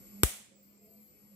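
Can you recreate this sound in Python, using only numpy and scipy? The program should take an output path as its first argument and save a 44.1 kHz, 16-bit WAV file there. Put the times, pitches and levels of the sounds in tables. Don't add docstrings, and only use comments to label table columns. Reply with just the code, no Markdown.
import sys
import numpy as np
from scipy import signal
from scipy.io import wavfile
from scipy.ndimage import uniform_filter1d

SR = 44100
rng = np.random.default_rng(int(sys.argv[2]) if len(sys.argv) > 2 else 0)


def persist_wave(psi):
    counts = np.round(np.clip(psi, -1, 1) * 32767).astype(np.int16)
    wavfile.write(sys.argv[1], SR, np.atleast_2d(counts).T)


def attenuation_scalar(level_db):
    decades = np.asarray(level_db, float) / 20
    return 10 ** decades


N = 59535
SNAP_S = .2338


def evened(x):
    return x / np.sqrt(np.mean(x ** 2) + 1e-20)


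def smooth_noise(size):
    return evened(uniform_filter1d(uniform_filter1d(rng.standard_normal(N), size=size), size=size))


def read(points, hz):
    f, value = np.transpose(points)
    return np.interp(np.log(hz + 1), np.log(f + 1), value)


def curve(rows):
    rows = np.array(rows, float)
    return [np.interp(np.arange(N) / SR, rows[:, 0], col) for col in rows.T[1:]]


def resonate(x, hz, width_hz):
    turn = np.exp(2j * np.pi * hz * np.arange(N) / SR)
    r = np.exp(-np.pi * width_hz / SR)
    return 2 * (turn * signal.lfilter([1 - r], [1, -r], x / turn)).real


def noise(colour, same, balance, patchy_db, size, shape_db=lambda hz, t: 0):
    hop = size // 4
    frames, hz = N // hop + 5, np.fft.rfftfreq(size, 1 / SR)
    a, b, c, d, patches = rng.standard_normal((frames, len(hz), 5)).T
    patches = uniform_filter1d(patches, size=10, axis=0)
    patches = evened(uniform_filter1d(patches, size=10, axis=1))
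    like = np.clip(read(same, hz), -1, 1)[:, None]
    left = a + 1j * b
    right = like * left + np.sqrt(1 - like ** 2) * (c + 1j * d)
    port_db = np.outer([.5, -.5], read(balance, hz))[:, :, None]
    spectra = np.array([left, right]) * attenuation_scalar(read(colour, hz)[:, None] + patchy_db * patches + port_db)

    def back(s):
        return signal.istft(s, nperseg=size, noverlap=size - hop)[1][:, :N]

    shaped = spectra * attenuation_scalar(shape_db(hz[:, None], np.arange(frames) * hop / SR))
    return back(shaped) / np.std(back(spectra))


def wavering(hz, width_hz, steady):
    wobble = evened(resonate(resonate(rng.standard_normal(N), hz, width_hz), hz, width_hz))
    drift = 1 + .018 * smooth_noise(1500)
    sine = np.sqrt(2) * np.sin(2 * np.pi * hz * np.cumsum(drift) / SR)
    return evened(steady * sine + (1 - steady) * wobble)


def hiss():
    # hz, relative_db (per Hz)
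    colour = [(25, -18), (45, -30), (65, -42.5), (110, -20.5), (300, -17), (450, -23.5), (680, -27),
              (760, -34), (1200, -32), (1700, -39), (2200, -29), (3600, -43.5), (4600, -33), (6500, -39.5),
              (7600, -32.5), (8900, -40.5), (9300, -53.5), (11000, -48), (12900, -38.5), (13500, -53),
              (16500, -65)]
    # hz, likeness (1 = identical)
    same = [(60, .13), (110, 0.077), (200, 0.6), (380, 0.23), (700, 0.44), (1300, 0.025), (16000, 0.0074)]
    # hz, left_minus_right_db
    balance = [(60, -4), (110, -11.5), (200, -3.5), (1290, 0.46), (2400, -3), (4400, -7.5), (8100, -9.5),
               (15000, 10.5)]
    return attenuation_scalar(-60.5) * noise(colour, same, balance, patchy_db=1.5, size=1024)


def hum():
    # time_s, relative_db
    swell = [(0, -70), (.08, -63), (.11, -63), (.14, -52.5), (.18, -54.5), (.21, -48.5), (.28, -69),
             (.34, -52), (.38, -73), (.41, -52), (.46, -76.5), (.52, -61), (.56, -60.5), (.75, -57.5),
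             (.81, -65), (.84, -52), (.88, -70), (.96, -52.5), (1.03, -55.5), (1.08, -63), (1.15, -67),
             (1.21, -74), (1.24, -54.5), (1.27, -65.5), (1.3, -56.5), (1.35, -51)]
    # start_s, length_s, pitch_hz, relative_db
    tones = [(0, 0.092, 516, -73), (0.45, 0.27, 534.7, -66), (0.606, 0.95, 498.3, -71),
             (0.733, 0.29, 429, -64), (0.787, 0.24, 662.5, -66.5), (1.13, 0.11, 413, -66.5),
             (1.271, 0.49, 547, -64)]
    t = np.arange(N) / SR
    out = attenuation_scalar(curve(swell)[0]) * wavering(204, width_hz=20, steady=.8)
    for start_s, length_s, hz, db in tones:
        progress = np.clip((t - start_s) / length_s, 0, 1)
        arch = np.sin(np.pi * progress ** 0.78)
        out = out + attenuation_scalar(db) * arch * wavering(hz, width_hz=35, steady=.45)
    return attenuation_scalar(np.array([[-1.5], [1.4]])) * out


def flutter():
    hz, width_hz, level_db, depth_db = 7510, 380, -65.5, 3
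    beat = smooth_noise(200)
    band = [resonate(resonate(v, hz, width_hz), hz, width_hz) for v in rng.standard_normal((2, N))]
    return attenuation_scalar(level_db) * evened(np.array(band) * attenuation_scalar(depth_db * beat))


def whine():
    # time_s, pitch_hz
    pitch = [(0, 11865), (.24, 11865), (.55, 15690), (.584, 15520), (.588, 15120), (.617, 14960),
             (.621, 14020), (.635, 13720), (.65, 13560), (.675, 13400), (.71, 13290), (.762, 13190),
             (.852, 13060), (.866, 12940), (.871, 12620), (.881, 12570), (.888, 12445), (1.006, 12395),
             (1.013, 12245), (1.074, 12215), (1.082, 12140), (1.14, 11995), (1.156, 11865), (1.35, 11865)]
    # time_s, relative_db, left_minus_right_db
    strength = [(0, -62, 4), (.116, -61.5, 6.5), (.225, -60.5, 9.5), (.545, -83, -0.5), (.562, -60.5, -5),
                (.586, -67, 10), (.612, -63, 3), (.62, -71, 8), (.63, -57, 0), (.65, -61, 14),
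                (.704, -60, 31), (.766, -66.5, 7), (.796, -67.5, 19), (.852, -57.5, 6.5), (.884, -62, 13),
                (.916, -56, 31), (.99, -59, 35.5), (1.034, -56.5, 10), (1.144, -61, 5), (1.176, -60, 22),
                (1.35, -61.5, 20.5)]
    restart_s, shaky_from_s, shaky_until_s = .54, .585, .62
    shake_hz, half_db = 190, -9
    t = np.arange(N) / SR
    (hz,), (level_db, pan_db) = curve(pitch), curve(strength)
    shake = evened(uniform_filter1d(rng.standard_normal(N), size=60))
    shake = shake * (t > shaky_from_s) * (t < shaky_until_s)
    turn = 2 * np.pi * np.cumsum(hz + shake_hz * shake) / SR
    on = uniform_filter1d(1. * ((t < SNAP_S) | (t > restart_s)), size=90)
    left = 1 / np.sqrt(1 + attenuation_scalar(-2 * pan_db))
    tone = np.array([left * np.sin(turn), left * attenuation_scalar(-pan_db) * np.cos(turn)])
    half = attenuation_scalar(half_db) * (t > restart_s) * (t < shaky_until_s) * np.sin(turn / 2)
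    return on * np.sqrt(8) * attenuation_scalar(level_db) * (tone + half)


def room():
    # hz, relative_db (per Hz)
    colour = [(120, -21), (200, 9.5), (274, -13.5), (503, -7), (750, -7.5), (1090, -11.5), (2200, -5.5),
              (2750, -8), (3500, -6), (4000, -9), (4700, -12), (8030, -1), (10400, -2), (15300, -7.5),
              (16500, -30.5)]
    # hz, t60_s
    decay = [(200, .2), (600, .42), (1400, .48), (3700, .52), (7700, .46), (11000, .37), (16000, .3)]
    # hz, likeness (1 = identical)
    same = [(200, 0.77), (640, 0.43), (1400, .02), (16000, 0.0093)]
    # hz, left_minus_right_db
    balance = [(200, -1.5), (1400, 0.5), (7000, -4), (15000, 8)]
    near_db, near_t60_s, far_db, far_rise_s = -16, 0.068, -21.5, 0.0087

    def tail_db(hz, s):
        return -60 * np.maximum(s - SNAP_S, 0) / read(decay, hz)

    t = np.maximum(np.arange(N) / SR - SNAP_S, 0)
    near = noise(colour, same, balance, patchy_db=-0.5, size=128)
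    near = near * attenuation_scalar(near_db - 60 * t / near_t60_s) * (t > 0)
    far = noise(colour, same, balance, patchy_db=0.6, size=512, shape_db=tail_db)
    return near + attenuation_scalar(far_db) * far * (1 - np.exp(-t / far_rise_s))


def pushes():
    # time_s, width_s (standard deviation), left and right relative pressure
    puffs = [(.23382, .0003, -.18, 0), (.23455, .00025, 0, -.23), (.23515, .00055, .22, 0),
             (.23535, .00055, 0, .24), (.2377, .00045, .23, .01)]
    t = np.arange(N) / SR
    out = np.zeros((2, N))
    for s, width_s, left, right in puffs:
        out += np.array([[left], [right]]) * np.exp(-.5 * ((t - s) / width_s) ** 2)
    return attenuation_scalar(8.5) * out


def crack():
    # time_s, left and right relative pressure
    arrivals = [(.23355, .2, .15), (.23374, -.55, .25), (.23387, .25, -.7), (.23408, -.55, .3),
                (.23428, .45, .25), (.23447, .4, -.35), (.23474, -.3, -.55), (.23492, .4, .4),
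                (.23516, .2, .5), (.23562, .22, .3), (.23688, -.3, -.15), (.23748, .3, -.12),
                (.23862, -.22, .1)]
    # pitch_hz, left_relative_db, right_relative_db, t60_s
    rings = [(1242, -15.5, -29, 0.017), (1600, -18.5, -12.5, 0.013), (2330, -4.5, -3, 0.0047),
             (3390, -14.5, -11.5, 0.0025), (5300, -4.5, -6, 0.003), (7400, -17.5, -27, 0.004),
             (8590, -10.5, 2.5, 0.0024), (9900, -19.5, -16, 0.001103), (11800, -5, -21.5, 0.011),
             (15500, -14, -21, 0.0025)]
    clicks, t = np.zeros((2, N)), np.arange(1024) / SR
    for s, *pressure in arrivals:
        clicks[:, round(s * SR)] = pressure
    ring = np.zeros((2, len(t)))
    for hz, left_db, right_db, t60_s in rings:
        ring += attenuation_scalar(np.array([[left_db], [right_db]]) - 60 * t / t60_s) * np.cos(2 * np.pi * hz * t)
    ring = ring - ring.sum(1, keepdims=True) * (t < 4 / SR) / 4
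    return attenuation_scalar(1) * signal.fftconvolve(clicks, ring, axes=1)[:, :N]


def scene():
    return crack() + pushes() + room() + whine() + hum() + flutter() + hiss()


def band_limit(x):
    return signal.sosfilt(signal.butter(12, 17030, fs=SR, output="sos"), x)


def record(dry):
    # cutoff_hz, q
    low_cut = [(44.8, 1.89), (65.6, 1.78)]
    knee_db, squeeze, recover_db_per_s = -26, 0.35, 5
    power_db = 10 * np.log10(abs(uniform_filter1d((dry ** 2).mean(0), size=44)) + 1e-12)
    fall = np.arange(N) * recover_db_per_s / SR
    held_db = np.maximum.accumulate(power_db + fall) - fall
    out = dry / attenuation_scalar(squeeze * np.maximum(held_db - knee_db, 0))
    for hz, q in low_cut:
        w = 2 * np.pi * hz
        out = signal.lfilter(*signal.bilinear([1, 0, 0], [1, w / q, w * w], SR), out)
    out = signal.oaconvolve(out, signal.firwin(255, 15800, fs=SR)[None], "same")
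    return band_limit(out)


dry = scene()
out = record(dry)
persist_wave(out)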